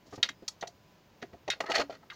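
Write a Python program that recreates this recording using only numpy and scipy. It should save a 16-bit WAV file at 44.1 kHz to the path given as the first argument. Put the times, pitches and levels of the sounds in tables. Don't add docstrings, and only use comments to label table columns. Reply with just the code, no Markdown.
import sys
import numpy as np
from scipy import signal
from scipy.fft import rfft, irfft
from scipy.io import wavfile
from scipy.ndimage import uniform_filter1d

SR = 44100
rng = np.random.default_rng(int(sys.argv[2]) if len(sys.argv) > 2 else 0)


def to_wav(s):
    ch = np.atleast_2d(s).T
    pcm = np.round(np.clip(ch, -1, 1) * 32767)
    wavfile.write(sys.argv[1], SR, pcm.astype(np.int16))


def to_linear_factor(level_db):
    exponent = np.asarray(level_db, float) / 20
    return 10 ** exponent


N = 94815

# (time [s], level [dB], brightest pitch [Hz], rattle [s])
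BAR_CLICKS = [
    (.2278, -16, 3190, 0.004),
    (.236, -30, 2920, 0.0085),
    (.288, -33, 1920, 0.0074),
    (1.2235, -45, 2100, 0.006),
    (1.5005, -24.5, 3150, 0.0053),
    (1.512, -32, 2650, 0.017),
    (1.534, -40, 1980, 0.0042),
    (2.100, -39.5, 2390, 0.006),
    (2.112, -46.5, 1240, 0.019),
    (.625, -38.5, 2050, 0.0062),
]
# (time [s], level [dB], brightest pitch [Hz], rattle [s])
SOCKET_TICKS = [
    (.479, -28, 6000, 0.006),
    (.6095, -41.5, 4670, 0.0084),
    (.672, -41, 4900, 0.0063),
    (1.217, -52, 2800, 0.004),
    (1.478, -40, 2980, 0.0065),
    (.288, -37, 5500, 0.0051),
    (1.501, -30.5, 6730, 0.0019),
    (2.129, -55, 4940, 0.021),
]
# (time [s], level [dB], brightest pitch [Hz], rattle [s])
PAN_KNOCKS = [(1.603, -30.5, 980, 0.0088), (1.6035, -34.5, 3600, 0.006), (1.637, -37, 770, 0.011),
              (1.657, -40.5, 1140, 0.024), (1.686, -36, 860, 0.017), (1.698, -30.5, 790, 0.019),
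              (1.699, -37.5, 3650, 0.027), (1.717, -26, 2080, 0.0023), (1.78, -29.5, 2420, 0.0079),
              (1.803, -30.5, 1640, 0.0016), (1.815, -33, 1620, 0.0075), (2.028, -55, 950, 0.012)]
# (time [s],
# level [dB], brightest pitch [Hz], rattle [s])
PAN_SLIPS = [(.229, -46.5, 770, 0.033), (.627, -47, 220, 0.014), (.626, -43, 1300, 0.0097),
             (1.478, -51.5, 250, 0.022), (.481, -50.5, 1200, 0.01), (1.744, -32, 1830, 0.0035),
             (1.752, -27, 4700, 0.0041), (1.760, -26.5, 4500, 0.0048), (1.767, -30, 2100, 0.0039),
             (1.7775, -31.5, 620, 0.0032), (1.787, -38, 500, 0.0041), (1.796, -33.5, 4000, 0.0087),
             (1.823, -40.5, 570, 0.0045), (1.836, -46, 540, .004), (1.924, -57, 2200, 0.0021),
             (1.950, -56.5, 1300, .009), (1.662, -47, 4000, 0.0048), (1.531, -49.5, 670, 0.0126),
             (1.558, -57, 690, 0.03), (1.605, -33.5, 900, 0.0037), (1.604, -36.5, 1950, 0.0048),
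             (.229, -30.5, 5500, .004), (.422, -55, 490, 0.013), (1.897, -56, 3700, .02),
             (1.478, -43.5, 2200, .005), (.674, -55, 14000, .005), (.613, -58, 14000, .005),
             (.247, -42, 2900, .02), (1.2245, -41, 1800, .003), (1.617, -43, 680, .014),
             (1.6975, -33, 600, .002), (.175, -57, 1900, .014), (2.101, -60, 13000, .006),
             (1.224, -50, 4400, .005)]
# (time [s], level [dB], brightest pitch [Hz], rattle [s])
HANDLE_KNOCKS = [
    (.624, -36.5, 705, 0.0055),
    (.634, -33, 683, 0.0063),
    (.672, -50.5, 680, 0.018),
    (.654, -52, 700, 0.0096),
    (1.223, -45, 690, .016),
    (1.338, -49.5, 713, 0.0076),
]
# (time [s], level [dB], brightest pitch [Hz], rattle [s])
GRIP_KNOCKS = [
    (1.477, -38, 550, 0.004),
    (1.482, -35, 713, 0.0041),
    (1.4875, -31, 760, 0.00075),
    (1.493, -42, 700, 0.0051),
    (1.8965, -36, 650, 0.00073),
    (1.903, -44, 800, 0.0019),
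    (1.908, -47.5, 555, 0.0014),
    (1.915, -52, 500, 0.005),
    (1.925, -50, 443, 0.0016),
    (1.936, -52, 600, 0.0066),
]
# (time [s], level [dB], brightest pitch [Hz], rattle [s])
HAND_THUDS = [
    (.055, -59, 447, 0.033),
    (.125, -42.5, 567, 0.023),
    (.177, -43.5, 500, 0.0055),
    (.187, -45, 400, 0.0038),
    (.197, -50.5, 400, 0.0085),
    (.295, -51.5, 360, .015),
    (.423, -50, 303, 0.0164),
    (1.224, -42.5, 307, 0.025),
    (1.331, -49.5, 296, 0.022),
    (1.33, -57, 1850, 0.0077),
]
# (time [s], level [dB], brightness as high part over low part [dB])
DRAGS = [
    [(1.725, -40, -4), (1.735, -41.5, 0), (1.76, -32, 16.5), (1.771, -33, 6), (1.776, -30.5, 3),
     (1.785, -33, 4), (1.799, -35.5, -8.5), (1.819, -35.5, 8.5), (1.851, -68.5, -18)],
    [(1.899, -47.5, -0.5), (1.923, -52, 3), (1.959, -59, 10.5), (1.975, -71, 6)],
]
# (time [s], low pitch [Hz], high pitch [Hz])
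DRAG_PITCHES = [(1.725, 726, 1600), (1.758, 674, 1784), (1.77, 557, 2060), (1.796, 503, 1770),
                (1.805, 610, 1470), (1.83, 610, 1450), (1.9, 608, 1350), (1.98, 550, 1423)]
# (time [s], level [dB])
SLEEVE_LEVELS = [
    (0.03, -118),
    (0.07, -58.5),
    (0.098, -68),
    (0.155, -51),
    (0.17, -61),
    (0.196, -79),
    (0.204, -81.5),
    (0.21, -80.5),
]
# (time [s], level [dB], pitch [Hz], decay T60 [s])
FRAME_BUMPS = [
    (0.13, -47, 117.3, 0.058),
    (0.178, -43.5, 109, 0.056),
    (0.424, -58, 60, 0.039),
    (0.626, -53.5, 122.7, 0.044),
    (1.228, -49, 190, 0.08),
    (1.336, -59, 76, 0.17),
    (1.484, -58.5, 70.2, 0.13),
    (1.74, -73, 53.6, 0.062),
    (1.805, -46.5, 283, 0.3),
]

# (pitch [Hz], level [dB], decay T60 [s])
BAR_MODES = [(1450, -8.5, 0.075), (1660, 0, 0.02), (1933, 4.5, 0.012), (2102, -12, 0.11),
             (2590, -9.5, 0.026), (2920, -17, 0.028), (3272, -1, 0.013), (3400, -14.5, 0.014),
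             (3754, 6.5, 0.014), (4240, -18, .03), (4493, -9, 0.07), (5510, -1, 0.017),
             (6560, -20.5, 0.018), (6650, -7, 0.022)]
# (pitch [Hz], level [dB], decay T60 [s])
SOCKET_MODES = [(1910, 15.5, 0.011), (2440, 4.5, 0.01262), (3300, -3, 0.047), (3915, 8.5, 0.019),
                (4436, 3, 0.036), (5050, -1.5, 0.013), (5440, -43, 0.012), (5640, 3.5, 0.014),
                (5956, 6.5, 0.018), (6900, -12.5, 0.013), (7960, -21, .015)]
# (pitch [Hz], level [dB], decay T60 [s])
PAN_MODES = [(130, -19, .04), (201, -5, 0.045), (286.4, -4, .04), (400, -1.5, 0.022), (524, -5.5, 0.031),
             (661, -4, .03), (876, 1.5, 0.013), (1256, -4, 0.03), (1889, -1.5, 0.025), (2826, -9, 0.027),
             (3636, -15, 0.0198), (4384, 1.5, 0.018), (5610, -11, 0.018), (6430, -16, 0.016)]
# (pitch [Hz], level [dB], decay T60 [s])
HANDLE_MODES = [(420, -8, .02), (540, -8, .02), (700, 0, .036), (708, -13, .07)]
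# (pitch [Hz], level [dB], decay T60 [s])
GRIP_MODES = [(300, -8, .02), (410, -5, .018), (690, 2, .022), (570, -9, .014)]
# (spread [octaves], crack level [dB], crack T60 [s], mode level scatter [dB])
BAR_TOUCH, SOCKET_TOUCH, PAN_TOUCH = (0.81, 0.58, -0.3, 1), (0.87, 0.43, 0.018, 0.39), (1, 0.42, 0.016, 3.4)
HANDLE_TOUCH, HAND_TOUCH, SLIP_TOUCH = (.9, -8, .012, 1), (1.1, 3, .02, 2), (.6, 2, .012, 2)

# (frequency [Hz], level [dB per Hz])
ROOM_SPECTRUM = [(25, -19.5), (60, -10), (120, -2), (250, -7.5), (600, -10), (1300, -16), (4000, -21.5),
                 (7000, -25)]
# (frequency [Hz], level [dB])
WHINE_TONES = [(1000, -75.5), (5000, -81)]
# (frequency [Hz], gain [dB])
MIC_RESPONSE = [(40, 3), (6800, -2), (8200, -15.5), (10500, -16), (13500, -18.5), (15000, -11),
                (15900, -23)]
# (frequency [Hz], level [dB per Hz])
HISS_SPECTRUM = [(3000, -15), (7000, -10.5), (9000, -10), (13500, -5), (15000, 6), (16000, -0.5)]


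def strikes(rows, modes, touch, size=2048):
    attack_s, release_s, grit_db = .0015, .0012, 4
    out, t = np.zeros(N + 8192), np.arange(size) / SR
    for time_s, db, hz, rattle_s in rows:
        rise = np.clip(t / attack_s, 0, 1)
        release = np.exp(-np.maximum(t - rattle_s, 0) / release_s)
        push = rise * release * np.exp(-t / (2 * rattle_s))
        force = even(grit(size, grit_db) * push) * (t < 3 * rattle_s + .01)
        y = signal.fftconvolve(force, body_response(modes, hz, touch))
        y = y / np.sqrt(uniform_filter1d(y ** 2, size=256).max())
        i = int(time_s * SR) - 64
        out[i:i + len(y)] += to_linear_factor(db) * y
    return out[:N]


def body_response(modes, hz, touch, size=4096):
    spread, crack_db, crack_s, scatter_db = touch
    t, m = np.arange(size) / SR, np.array(modes)
    pitch_chance, level_chance = rng.standard_normal((2, len(modes)))
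    mode_hz = m[:, :1] * (1 + 0.0087 * pitch_chance[:, None])
    decay = to_linear_factor(-60 * t / np.clip(m[:, 2:], .005, .08))
    tones = to_linear_factor(m[:, 1] + scatter_db * level_chance) @ (np.sin(2 * np.pi * mode_hz * t) * decay)

    clatter = to_linear_factor(-18 - 60 * t / .095)
    crack = to_linear_factor(-60 * t / np.clip(crack_s, .004, .06)) + clatter
    noise = unit(even(crack * rng.standard_normal(size)))

    octaves = np.arange(-6, 6, .5)
    skirt = np.where(octaves > 0, -14 - 3 * octaves, -16 + 5.5 * octaves)
    weight_db = np.maximum(-6 * (octaves / spread) ** 2, skirt)
    weight = np.array([hz * 2. ** octaves, weight_db]).T
    both = unit(tones) + to_linear_factor(crack_db) * noise
    shaped = colour(np.r_[both, np.zeros(size)], weight)
    return unit(np.roll(shaped, 64)[:size])


def scrape(t):
    force = grit(N, 7) * to_linear_factor(3.5 * walk(220))
    p = np.array(DRAG_PITCHES)
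    low = to_linear_factor(4) * sliding_resonance(force, np.interp(t, p[:, 0], p[:, 1]), 92)
    high = to_linear_factor(-2) * sliding_resonance(force, np.interp(t, p[:, 0], p[:, 2]), 100)
    low_body = body_response(PAN_MODES, 650, (0.75, 2.1, 0.014, 1.2))
    high_body = body_response(PAN_MODES, 2160, (1.31, 4.1, 0.0053, 1))
    low = low + to_linear_factor(-8.5) * unit(signal.fftconvolve(force, low_body)[:N])
    high = high + unit(signal.fftconvolve(force, high_body)[:N])

    c = np.concatenate([np.array(drag) for drag in DRAGS])
    touching = sum((t > drag[0][0]) & (t < drag[-1][0]) for drag in DRAGS)
    touching = uniform_filter1d(1. * touching, size=150)
    level = to_linear_factor(np.interp(t, c[:, 0], c[:, 1]))
    tilt = np.interp(t, c[:, 0], c[:, 2]) / 2
    return 0.67 * touching * level * (low * to_linear_factor(-tilt) + high * to_linear_factor(tilt))


def sliding_resonance(force, hz, width_hz):
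    turn = np.exp(2j * np.pi * np.cumsum(hz) / SR)
    pole = np.exp(-np.pi * width_hz / SR)
    return unit((signal.lfilter([1], [1, -pole], force / turn) * turn).real)


def sleeve(t):
    c = np.array(SLEEVE_LEVELS)
    band = signal.butter(1, [3500, 7500], "band", fs=SR)
    level_db = np.interp(t, c[:, 0], c[:, 1], left=-90, right=-90)
    return unit(signal.lfilter(*band, grit(N, 4))) * to_linear_factor(level_db + 2 * walk(120))


def frame_bumps(t):
    out = 0
    for time_s, db, hz, t60 in FRAME_BUMPS:
        u = np.maximum(t - time_s, 0)
        swell = 1 - np.exp(-u / 0.0043)
        out = out + 2 * to_linear_factor(db - 60 * u / t60) * swell * np.sin(2 * np.pi * hz * u)
    return out


def underbody_tail(near, t):
    t60_s, build_up_s = 0.13, 0.012
    u = t[:SR // 3]
    tail = even(rng.standard_normal(len(u)) * to_linear_factor(-60 * u / t60_s) * np.clip(u / build_up_s, 0, 1))
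    return to_linear_factor(-19) * signal.fftconvolve(near, tail / np.sqrt(np.sum(tail ** 2)))[:N]


def room(t):
    air = 0
    for hz in 25 * 2. ** np.arange(0, 9, .75):
        band = signal.butter(1, [hz / 1.3, hz * 1.3], "band", fs=SR)
        air = air + signal.lfilter(*band, rng.standard_normal(N)) * to_linear_factor(.9 * walk(11))
    tones = 0
    for hz, db in WHINE_TONES:
        tones = tones + to_linear_factor(db + 3.4 * walk(6)) * np.sin(2 * np.pi * hz * t + 0.606 * walk(22))
    return to_linear_factor(-62) * unit(colour(air, ROOM_SPECTRUM)) + tones


def grit(size, db):
    return rng.standard_normal(size) * to_linear_factor(db * np.clip(rng.standard_normal(size), -2, 2))


def walk(rate):
    k = int(SR / rate)
    return unit(uniform_filter1d(np.repeat(rng.standard_normal(N // 20 + 1), k)[:N], k))


def even(x):
    s = rfft(x, 2 * len(x))
    power = uniform_filter1d(abs(s) ** 2, size=len(x) // 64)
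    return irfft(s / np.sqrt(power + 1e-20))[:len(x)]


def colour(x, points):
    p = np.array(points)
    f = np.maximum(np.arange(len(x) // 2 + 1) * SR / len(x), 1)
    gain_db = np.interp(np.log(f), np.log(p[:, 0]), p[:, 1])
    return irfft(rfft(x) * to_linear_factor(gain_db), len(x))


def unit(x):
    return x / np.sqrt(np.mean(x ** 2) + 1e-20)


def scene():
    t = np.arange(N) / SR
    near = strikes(BAR_CLICKS, BAR_MODES, BAR_TOUCH)
    near = near + strikes(SOCKET_TICKS, SOCKET_MODES, SOCKET_TOUCH)
    near = near + strikes(PAN_KNOCKS, PAN_MODES, PAN_TOUCH)
    near = near + strikes(PAN_SLIPS, PAN_MODES, SLIP_TOUCH)
    near = near + strikes(HANDLE_KNOCKS, HANDLE_MODES, HANDLE_TOUCH)
    near = near + strikes(GRIP_KNOCKS, GRIP_MODES, HANDLE_TOUCH)
    near = near + strikes(HAND_THUDS, PAN_MODES, HAND_TOUCH)
    near = near + scrape(t) + sleeve(t) + frame_bumps(t)
    return (near + underbody_tail(near, t) + room(t))[None]


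def band_limit(x):
    return signal.sosfilt(signal.butter(12, 16660, fs=SR, output="sos"), x)


def record(dry):
    hiss = to_linear_factor(-77.5 + walk(32)) * unit(colour(rng.standard_normal(N), HISS_SPECTRUM))
    x = colour(dry[0], MIC_RESPONSE) + hiss
    top_cut = signal.ellip(8, .2, 60, 15900, fs=SR, output="sos")
    x = signal.sosfilt(top_cut, x)
    return band_limit(x[None])


dry = scene()
out = record(dry)
to_wav(out)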